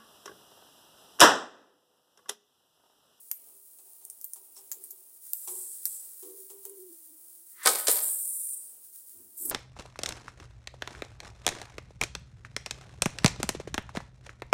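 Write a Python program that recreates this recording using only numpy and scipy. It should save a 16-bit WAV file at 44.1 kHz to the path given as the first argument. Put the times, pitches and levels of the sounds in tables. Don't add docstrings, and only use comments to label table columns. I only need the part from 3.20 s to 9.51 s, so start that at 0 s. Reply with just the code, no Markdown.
import sys
import numpy as np
from scipy import signal
from scipy.fft import rfft, irfft
from scipy.io import wavfile
from scipy.ndimage import uniform_filter1d

SR = 44100
rng = np.random.default_rng(int(sys.argv[2]) if len(sys.argv) > 2 else 0)


def generate_wav(signal):
    frames = np.transpose(np.atleast_2d(signal))
    scaled = np.clip(frames, -1, 1) * 32767
    pcm = np.round(scaled).astype(np.int16)
    wavfile.write(sys.argv[1], SR, pcm)


N = 278271
TIME = np.arange(N) / SR
CUTOFF_HZ = 15900

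# time in seconds, level in dB
FRYING_LEVELS = [
    [(0.0, -54), (2.0, -52.5), (2.05, -47.5)],
    [(3.0, -46.5), (3.522, -50), (4.35, -52)],
    [(5.62, -50.5), (6.12, -52)],
]
FRYING_GAIN_DB = 1
# frequency in Hz, relative level in dB.
FRYING_COLOUR = [(1500, -22), (2600, -27.5), (3500, -22), (5000, -15), (6200, -12.5), (7600, -5.5),
                 (9300, 2.5), (11500, -1), (14300, 0), (15800, 3)]

# start in seconds, hiss level in dB, fine spray level in dB,
# boiling time after the rise in seconds, shrillness from 0 to 1.
DRIPS = [(2.13, -47.5, -46, 0.21, 0.16), (2.265, -42, -44, .28, 0), (2.655, -42.5, -46, 0.087, 0.03),
         (4.49, -38, -35, 0.18, 0.7), (4.69, -33, -28, 0.056, 0.84), (4.809, -31, -32, 0.51, 1),
         (6.164, -44.5, -43, 0.032, 0.33), (6.2, -41, -37.5, .15, 0.13)]
DRIP_RISE_S, DRIP_SAG_DB_PER_S, SPRAY_SAG_DB_PER_S, DRY_DB_PER_S = 0.02, 13.5, 29, 72
# frequency in Hz, relative level in dB.
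BROAD_HISS_COLOUR = [(2000, -35.5), (5000, -17.5), (6400, -13), (7500, -2.5), (9400, 1), (10300, -7.5),
                     (11000, 0), (11800, -10.5), (13200, -5), (14300, -0.5), (15800, -25)]
# frequency in Hz, relative level in dB.
SHRILL_HISS_COLOUR = [(2500, -41.5), (5000, -30), (6800, -21.5), (7600, -9.5), (8600, -5), (9400, 1),
                      (10300, -10), (11700, -12.5), (13200, 0), (15800, -6.5)]

# start in seconds, peak level of the crack in dB,
# pitch in Hz, rattle in dB against the crack, body below the treble in dB.
LOUD_SPITS = [(0.1142, -12.5, 13000, -2, -21), (0.8515, -23.5, 8900, -6, -37),
              (.8999, -25.5, 9500, -2, -28), (1.0132, -28.5, 14100, -3.5, -30),
              (1.0434, -19, 14300, 2.5, -28), (1.1348, -20.5, 9150, -3, -27),
              (1.5164, -16, 7200, -0.5, -21), (1.6396, -23.5, 8900, -0.5, -20.5),
              (1.7073, -26, 12600, 3.5, -28), (2.134, -8.5, 14000, -13, -15),
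              (2.6549, -9.5, 9300, 1.5, -24), (3.453, -23.5, 14600, -6, -34), (3.4965, -27, 10250, -6, -30),
              (4.5958, -16, 10000, -16, -18), (4.715, -5, 11200, -14, -27),
              (4.7576, -10, 11740, -13.5, -18.5), (5.2899, -25, 12200, -15, -24),
              (6.254, -18.5, 10550, 4, -28), (6.298, -9, 9100, -11, -21)]
CRACK_T60_S = 0.0026
SMALL_SPITS_PER_S, BUSY_SIZZLE_DB = 11, -32.5
SPIT_OVER_SIZZLE_DB, SMALL_SPIT_HZ, SMALL_SPIT_LOWEST_HZ = 12, 9820, 7800
SMALL_SPIT_RATTLE_DB, SMALL_SPIT_BODY_DB = -10, -40

# start in seconds, ring level in dB, scrape level in dB,
# T60 of the rubbing in seconds.
GRILL_NUDGES = [(.31, -63.5, -67, 0.42), (.586, -68, -53.5, 0.14), (0.654, -67, -62.5, 1),
                (0.811, -70.5, -58.5, 0.43), (1.159, -60.5, -48.5, 0.13), (1.365, -59, -47.5, 0.22),
                (1.535, -50, -52.5, 0.22), (1.721, -58, -62, 0.56), (2.275, -41.5, -34.5, 0.14),
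                (2.654, -66, -62, 0.47), (3.026, -37, -47.5, 0.23), (3.095, -50, -58, 0.081),
                (3.3, -46.5, -46.5, 0.15), (3.452, -42.5, -43.5, 0.092)]
# frequency in Hz, relative level in dB, T60 in seconds.
GRILL_MODES = [(317.8, -20, 0.47), (388.8, 2.5, 0.24), (427, -21, 0.12), (479, -13, 0.39), (758, -28, 0.17),
               (1080, -26.5, 0.29)]
GRILL_WOBBLE, GRILL_WOBBLE_PER_S = 0.028, 70
GRILL_GIVE_S = 0.022
# frequency in Hz, relative level in dB.
SCRAPE_COLOUR = [(250, -7), (400, -13), (600, -3.5), (800, 6.5), (1150, 0.5), (1600, -11), (2700, -6.5),
                 (3800, -2), (5500, -1.5), (8000, 10.5), (15000, 2.5)]
# start in seconds, level in dB, centre in Hz.
CRUST_SQUEAKS = [(1.358, -54, 5540), (1.376, -55, 5400)]

WET_SLAPS = [(4.432, -37, 0.23, 13, 990), (4.453, -25.5, 0.033, -8, 498), (4.459, -14, 0.047, -1, 430),
             (4.4718, -9, 0.039, -5.5, 654), (4.4849, -19, 0.15, -0.5, 243), (4.67, -18.5, 0.05, -4, 1210),
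             (4.6818, -15.5, 0.059, 0.5, 264), (4.6946, -20.5, 0.17, 3, 960), (4.7664, -29, 0.044, 1, 600),
             (4.7893, -30.5, 0.02, -11, 900)]
# frequency in Hz, relative level in dB.
SLAP_COLOUR = [(150, -24), (300, 0), (500, 4), (800, 1.5), (1300, -3.5), (2200, -6.5), (2800, -9),
               (3400, -3.5), (4700, -0.5), (6300, -5), (8700, 6.5), (10500, 1), (12000, -4), (15800, -8)]
# start in seconds, level in dB before softening,
# contact softness as a treble cut in Hz.
BASIN_THUMPS = [(4.463, -20, 2400), (4.4758, -17, 3012), (4.6824, -14.5, 535)]
# frequency in Hz, relative level in dB, T60 in seconds.
BASIN_MODES = [(284.5, -22.5, 0.051), (424, -9.5, 0.06), (470.5, -9.5, 0.09), (505, -12.5, 0.069),
               (702, -9.5, 0.018), (800, -19, 0.16), (1060, -5.5, 0.036), (1266, -3.5, 0.047),
               (1524, -0.5, 0.025), (1595, -4.5, .046), (1850, -4.5, 0.054), (2270, -9.5, .035)]
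# frequency in Hz, relative level in dB.
FLOOR_THUD_COLOUR = [(25, 2), (70, -11), (200, -0.5), (350, -24.5)]
SLIDE_END_S, SLIDE_DB, SLIDE_SWELL_DB_PER_S, SLIDE_STOP_DB_PER_S = 4.45, -40, 301.5, 429
# frequency in Hz, relative level in dB.
SLIDE_COLOUR = [(750, -30), (1050, -6.5), (1550, -6.5), (1800, -3), (2050, -1), (2300, -12), (2600, -15.5),
                (3500, -13), (8000, -24.5)]
# start in seconds, level in dB
SETTLES = [(4.49, -34), (4.713, -36.5)]
SETTLE_HOLD_S, SETTLE_FADE_DB_PER_S, SETTLE_RAGGED_DB = 0.055, 149, 2.5

# start in seconds, level in dB, hold after the rise in seconds.
FLAME_PUFFS = [(5.931, -66, .06), (6.193, -56.5, .015), (6.249, -50.5, .05)]
PUFF_RISE_S, PUFF_FADE_DB_PER_S = 0.034, 112
FLAME_IDLE_DB, FLAME_START_S = -82.5, 4.3
# frequency in Hz, relative level in dB.
FLAME_COLOUR = [(30, -30.5), (90, -3.5), (150, -14.5), (260, -0.5), (360, 4.5), (480, -10.5), (700, -18),
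                (1500, -25)]
TONE_START_S, TONE_RISE_S, TONE_HOLD_S, TONE_LINGER_S = 3.53, 0.077, 0.02, 1
TONE_DB, TONE_LINGER_DB, TONE_FADE_DB_PER_S, TONE_FLUTTER_DB = -55, -74.5, 130, 4
TONE_HZ, TONE_SAG_HZ, TONE_SAG_S, TONE_CREEP_HZ_PER_S = 383, 84, 0.19, 63
# frequency in Hz, relative level in dB.
ROOM_COLOUR = [(25, -23), (60, -7.5), (95, -1.5), (150, -19.5), (230, -1.5), (380, 0.5), (550, 0.5),
               (900, -4), (1250, -7), (1800, -21.5), (3000, -10.5)]
ROOM_DB = -76.5


def from_db(db):
    return 10 ** (np.asarray(db) / 20)


def rms_one(x):
    return x / np.sqrt(np.mean(x ** 2) + 1e-20)


def colour(x, points):
    hz, db = np.transpose(points)
    octave = np.log2(np.arange(len(x) // 2 + 1) * SR / len(x) + 1)
    known = np.log2(hz)
    beyond = np.abs(octave - np.clip(octave, known[0], known[-1]))
    gain = from_db(np.interp(octave, known, db) - 20 * beyond)
    return rms_one(irfft(rfft(x) * gain, len(x)))


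def cut(x, hz, kind, order=2):
    return signal.sosfilt(signal.butter(order, hz, kind, fs=SR, output="sos"), x)


def drift(rate, size=N):
    knots = rng.standard_normal(4000)
    return rms_one(np.interp(TIME[:size] * rate, np.arange(len(knots)), knots))


def dying(t60, size):
    return from_db(-60 * TIME[:size] / t60)


def swell(s, rise_s, hold_s, fade_db_per_s, sag_db_per_s=0):
    age = np.maximum(TIME - s, 0)
    fading = np.maximum(age - rise_s - hold_s, 0)
    return np.minimum(age / rise_s, 1) * from_db(-sag_db_per_s * age - fade_db_per_s * fading)


def add(out, s, sound):
    at = int(s * SR)
    out[at:at + len(sound)] += sound[:max(N - at, 0)]


def struck(modes, scatter_db, wobble=0, size=26000):
    out = np.zeros(size)
    for k, (hz, db, t60) in enumerate(modes):
        bend = 1 + wobble * drift(GRILL_WOBBLE_PER_S, size=size)
        tone = np.sin(2 * np.pi * hz * np.cumsum(bend) / SR)
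        strength = (-1) ** k * from_db(db + scatter_db * rng.normal())
        out += strength * dying(t60, size) * tone
    return out


def fizz(per_s, spread_db, steam_db):
    sizes = from_db(spread_db * np.minimum(rng.exponential(1, N), 5)) * rng.choice([-1, 1], N)
    bubbles = rms_one(sizes * (rng.random(N) < per_s / SR))
    return rms_one(bubbles + from_db(steam_db) * rng.standard_normal(N))


def frying(tick_db=-13):
    bed = fizz(per_s=4500, spread_db=3.5, steam_db=0.5)
    ticks = fizz(per_s=68, spread_db=3.0, steam_db=-31.5)
    s, db = np.transpose(np.vstack(FRYING_LEVELS))
    gain = from_db(FRYING_GAIN_DB + np.interp(TIME, s, db))
    flicker = from_db(1.2 * drift(28))
    return gain * colour(bed + from_db(tick_db) * ticks, FRYING_COLOUR) * flicker


def drips():
    power = np.zeros((2, 2, N))
    for s, hiss_db, spray_db, boil_s, shrill in DRIPS:
        hiss = from_db(hiss_db) * swell(s, DRIP_RISE_S, boil_s, DRY_DB_PER_S, DRIP_SAG_DB_PER_S)
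        spray = from_db(spray_db) * swell(s, DRIP_RISE_S, boil_s, DRY_DB_PER_S, SPRAY_SAG_DB_PER_S)
        power += np.multiply.outer([1 - shrill, shrill], [hiss ** 2, spray ** 2])
    sounds = [boiling(BROAD_HISS_COLOUR), boiling(SHRILL_HISS_COLOUR)]
    return (np.sqrt(power) * sounds).sum(axis=(0, 1))


def boiling(spectrum, whistle_db=-2, width_hz=70, count=22):
    bubbles = fizz(per_s=13000, spread_db=7.0, steam_db=-1)
    radius = np.exp(-np.pi * width_hz / SR)
    pores = np.zeros(N)
    for hz in np.geomspace(7500, 15200, count) * rng.uniform(0.985, 1.015, count):
        poles = [1, -2 * radius * np.cos(2 * np.pi * hz / SR), radius ** 2]
        whistle = signal.lfilter([1, 0, -1], poles, rng.standard_normal(N))
        pores += whistle * from_db(5.0 * np.tanh(drift(5.6)))
    sound = colour(bubbles + from_db(whistle_db) * rms_one(pores), spectrum)
    sound = sound * from_db(0.9 * drift(75))
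    hiss = rms_one(cut(sound, 11200, "low", order=8))
    spray = rms_one(cut(sound, 11200, "high", order=8))
    return hiss, spray


def spits(rows, ring_db=-1, bursts_per_s=2200, rattle_t60=0.056, bright_hz=7000, size=2048):
    out = np.zeros(N)
    for s, db, hz, rattle_db, body_db in rows:
        pitch = np.sin(2 * np.pi * hz * TIME[:size])
        crack = (rng.standard_normal(size) + from_db(ring_db) * pitch) * dying(CRACK_T60_S, size)
        crack = cut(crack, CUTOFF_HZ, "low", order=4)
        body = from_db(body_db) * cut(crack, 600, "high")
        crack = cut(crack, bright_hz, "high", order=4) + body
        rattle = rng.standard_normal(size) * (rng.random(size) < bursts_per_s / SR)
        rattle = rattle * dying(rattle_t60, size)
        bursts = from_db(rattle_db) * rattle / (np.linalg.norm(rattle) + 1e-9)
        bursts[0] = 1
        add(out, s, from_db(db) * np.convolve(crack / np.abs(crack).max(), bursts))
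    return out


def small_spits(sizzle, scatter_db=2.0, pitch_spread=0.04):
    gain = np.sqrt(uniform_filter1d(sizzle ** 2, size=4096) + 1e-12)
    chance = SMALL_SPITS_PER_S * gain / from_db(BUSY_SIZZLE_DB) / SR
    rows = []
    for i in np.flatnonzero(rng.random(N) < chance):
        db = 20 * np.log10(gain[i]) + SPIT_OVER_SIZZLE_DB + scatter_db * rng.normal()
        hz = SMALL_SPIT_HZ * np.exp(pitch_spread * rng.normal())
        rows.append((i / SR, db, hz, SMALL_SPIT_RATTLE_DB, SMALL_SPIT_BODY_DB))
    return rows


def grill(unrest_db=2.5, size=26000):
    out = np.zeros(N)
    for s, ring_db, scrape_db, t60 in GRILL_NUDGES:
        ring = struck(GRILL_MODES, scatter_db=1.5, wobble=GRILL_WOBBLE, size=size)
        ring = ring * (1 - np.exp(-TIME[:size] / GRILL_GIVE_S))
        add(out, s, from_db(ring_db + unrest_db * drift(47.3, size=size)) * ring)
        crumbs = rng.standard_normal(size) * from_db(3.6 * rng.standard_normal(size))
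        add(out, s, from_db(scrape_db) * colour(crumbs, SCRAPE_COLOUR) * dying(t60, size))
    for s, db, hz in CRUST_SQUEAKS:
        squeak = colour(rng.standard_normal(size), [(hz - 600, -20), (hz, 0), (hz + 600, -20)])
        add(out, s, from_db(db) * squeak * dying(0.13, size))
    return out


def basin(spray_hz=6500, bounce_s=0.00396, bounce=0.15, thud_db=-43, size=16384):
    out = slide() + settling()
    thuds = np.zeros(N)
    for s, db, t60, spray_db, lowest_hz in WET_SLAPS:
        wet = colour(rng.standard_normal(size), SLAP_COLOUR)
        spray = from_db(spray_db) * cut(wet, spray_hz, "high", order=3)
        wet = cut(wet, spray_hz, "low", order=3) + spray
        add(out, s, from_db(db) * cut(rms_one(wet) * dying(t60, size), lowest_hz, "high"))
    for s, db, soft_hz in BASIN_THUMPS:
        add(out, s, from_db(db) * cut(struck(BASIN_MODES, scatter_db=1.3), soft_hz, "low"))
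        thud = colour(rng.standard_normal(size), FLOOR_THUD_COLOUR) * dying(0.32, size)
        add(thuds, s, from_db(db + thud_db) * thud)
    round_trip = np.exp(-2j * np.pi * np.arange(N // 2 + 1) * SR / N * bounce_s)
    hollow = irfft(rfft(out) / (1 - bounce * round_trip), N)
    return cut(hollow, 240, "high", order=4) + thuds


def slide():
    swelling = SLIDE_SWELL_DB_PER_S * (TIME - SLIDE_END_S)
    stopping = SLIDE_STOP_DB_PER_S * (SLIDE_END_S - TIME)
    gain = from_db(SLIDE_DB + np.minimum(swelling, stopping))
    friction = fizz(per_s=1300, spread_db=2, steam_db=1.5)
    return gain * colour(friction, SLIDE_COLOUR)


def settling(rise_s=0.0095, lowest_hz=450):
    gain = sum(from_db(db) * swell(s, rise_s, SETTLE_HOLD_S, SETTLE_FADE_DB_PER_S) for s, db in SETTLES)
    slips = colour(fizz(per_s=700, spread_db=2.5, steam_db=-5), SLAP_COLOUR)
    slips = slips * from_db(SETTLE_RAGGED_DB * drift(90))
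    return gain * cut(slips, lowest_hz, "high")


def flame():
    gain = from_db(FLAME_IDLE_DB) * swell(FLAME_START_S, PUFF_RISE_S, N / SR, PUFF_FADE_DB_PER_S)
    for s, db, hold_s in FLAME_PUFFS:
        gain += from_db(db) * swell(s, PUFF_RISE_S, hold_s, PUFF_FADE_DB_PER_S)
    return gain * colour(rng.standard_normal(N), FLAME_COLOUR)


def hollow_tone(waver=0.037):
    age = np.maximum(TIME - TONE_START_S, 0)
    sag = TONE_SAG_HZ * (1 - np.exp(-(age / TONE_SAG_S) ** 2))
    pitch = (TONE_HZ - sag + TONE_CREEP_HZ_PER_S * age) * (1 + waver * drift(59))
    gain = from_db(TONE_DB) * swell(TONE_START_S, TONE_RISE_S, TONE_HOLD_S, TONE_FADE_DB_PER_S)
    gain += from_db(TONE_LINGER_DB) * swell(TONE_START_S, TONE_RISE_S, TONE_LINGER_S, TONE_FADE_DB_PER_S)
    tone = np.sin(2 * np.pi * np.cumsum(pitch) / SR)
    return gain * rms_one(tone * from_db(TONE_FLUTTER_DB * drift(22)))


def room_air():
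    return from_db(ROOM_DB) * colour(rng.standard_normal(N), ROOM_COLOUR) * from_db(2.7 * drift(7))


def kitchen_echo(x, low_t60=0.64, high_t60=0.26, split_hz=4000, size=32768):
    noise = rng.standard_normal(size) * (TIME[:size] > 0.003)
    low = cut(noise, split_hz, "low") * dying(low_t60, size)
    high = cut(noise, split_hz, "high") * dying(high_t60, size)
    echo = low + high
    return signal.fftconvolve(x, echo / np.linalg.norm(echo))[:N]


def scene():
    sizzle = frying() + drips()
    snaps = spits(LOUD_SPITS)
    snaps += cut(spits(small_spits(sizzle)), SMALL_SPIT_LOWEST_HZ, "high", order=6)
    rings = cut(grill(), 200, "high")
    drop = basin()
    background = flame() + hollow_tone() + room_air()
    to_room = from_db(-8) * cut(snaps, 3500, "high") + from_db(-7.5) * rings + from_db(-13.5) * drop
    return (snaps + rings + drop + sizzle + background + kitchen_echo(to_room))[None]


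def record(dry):
    return signal.sosfilt(signal.ellip(10, 0.2, 70, CUTOFF_HZ, fs=SR, output="sos"), dry)


dry = scene()
out = record(dry)
generate_wav(out)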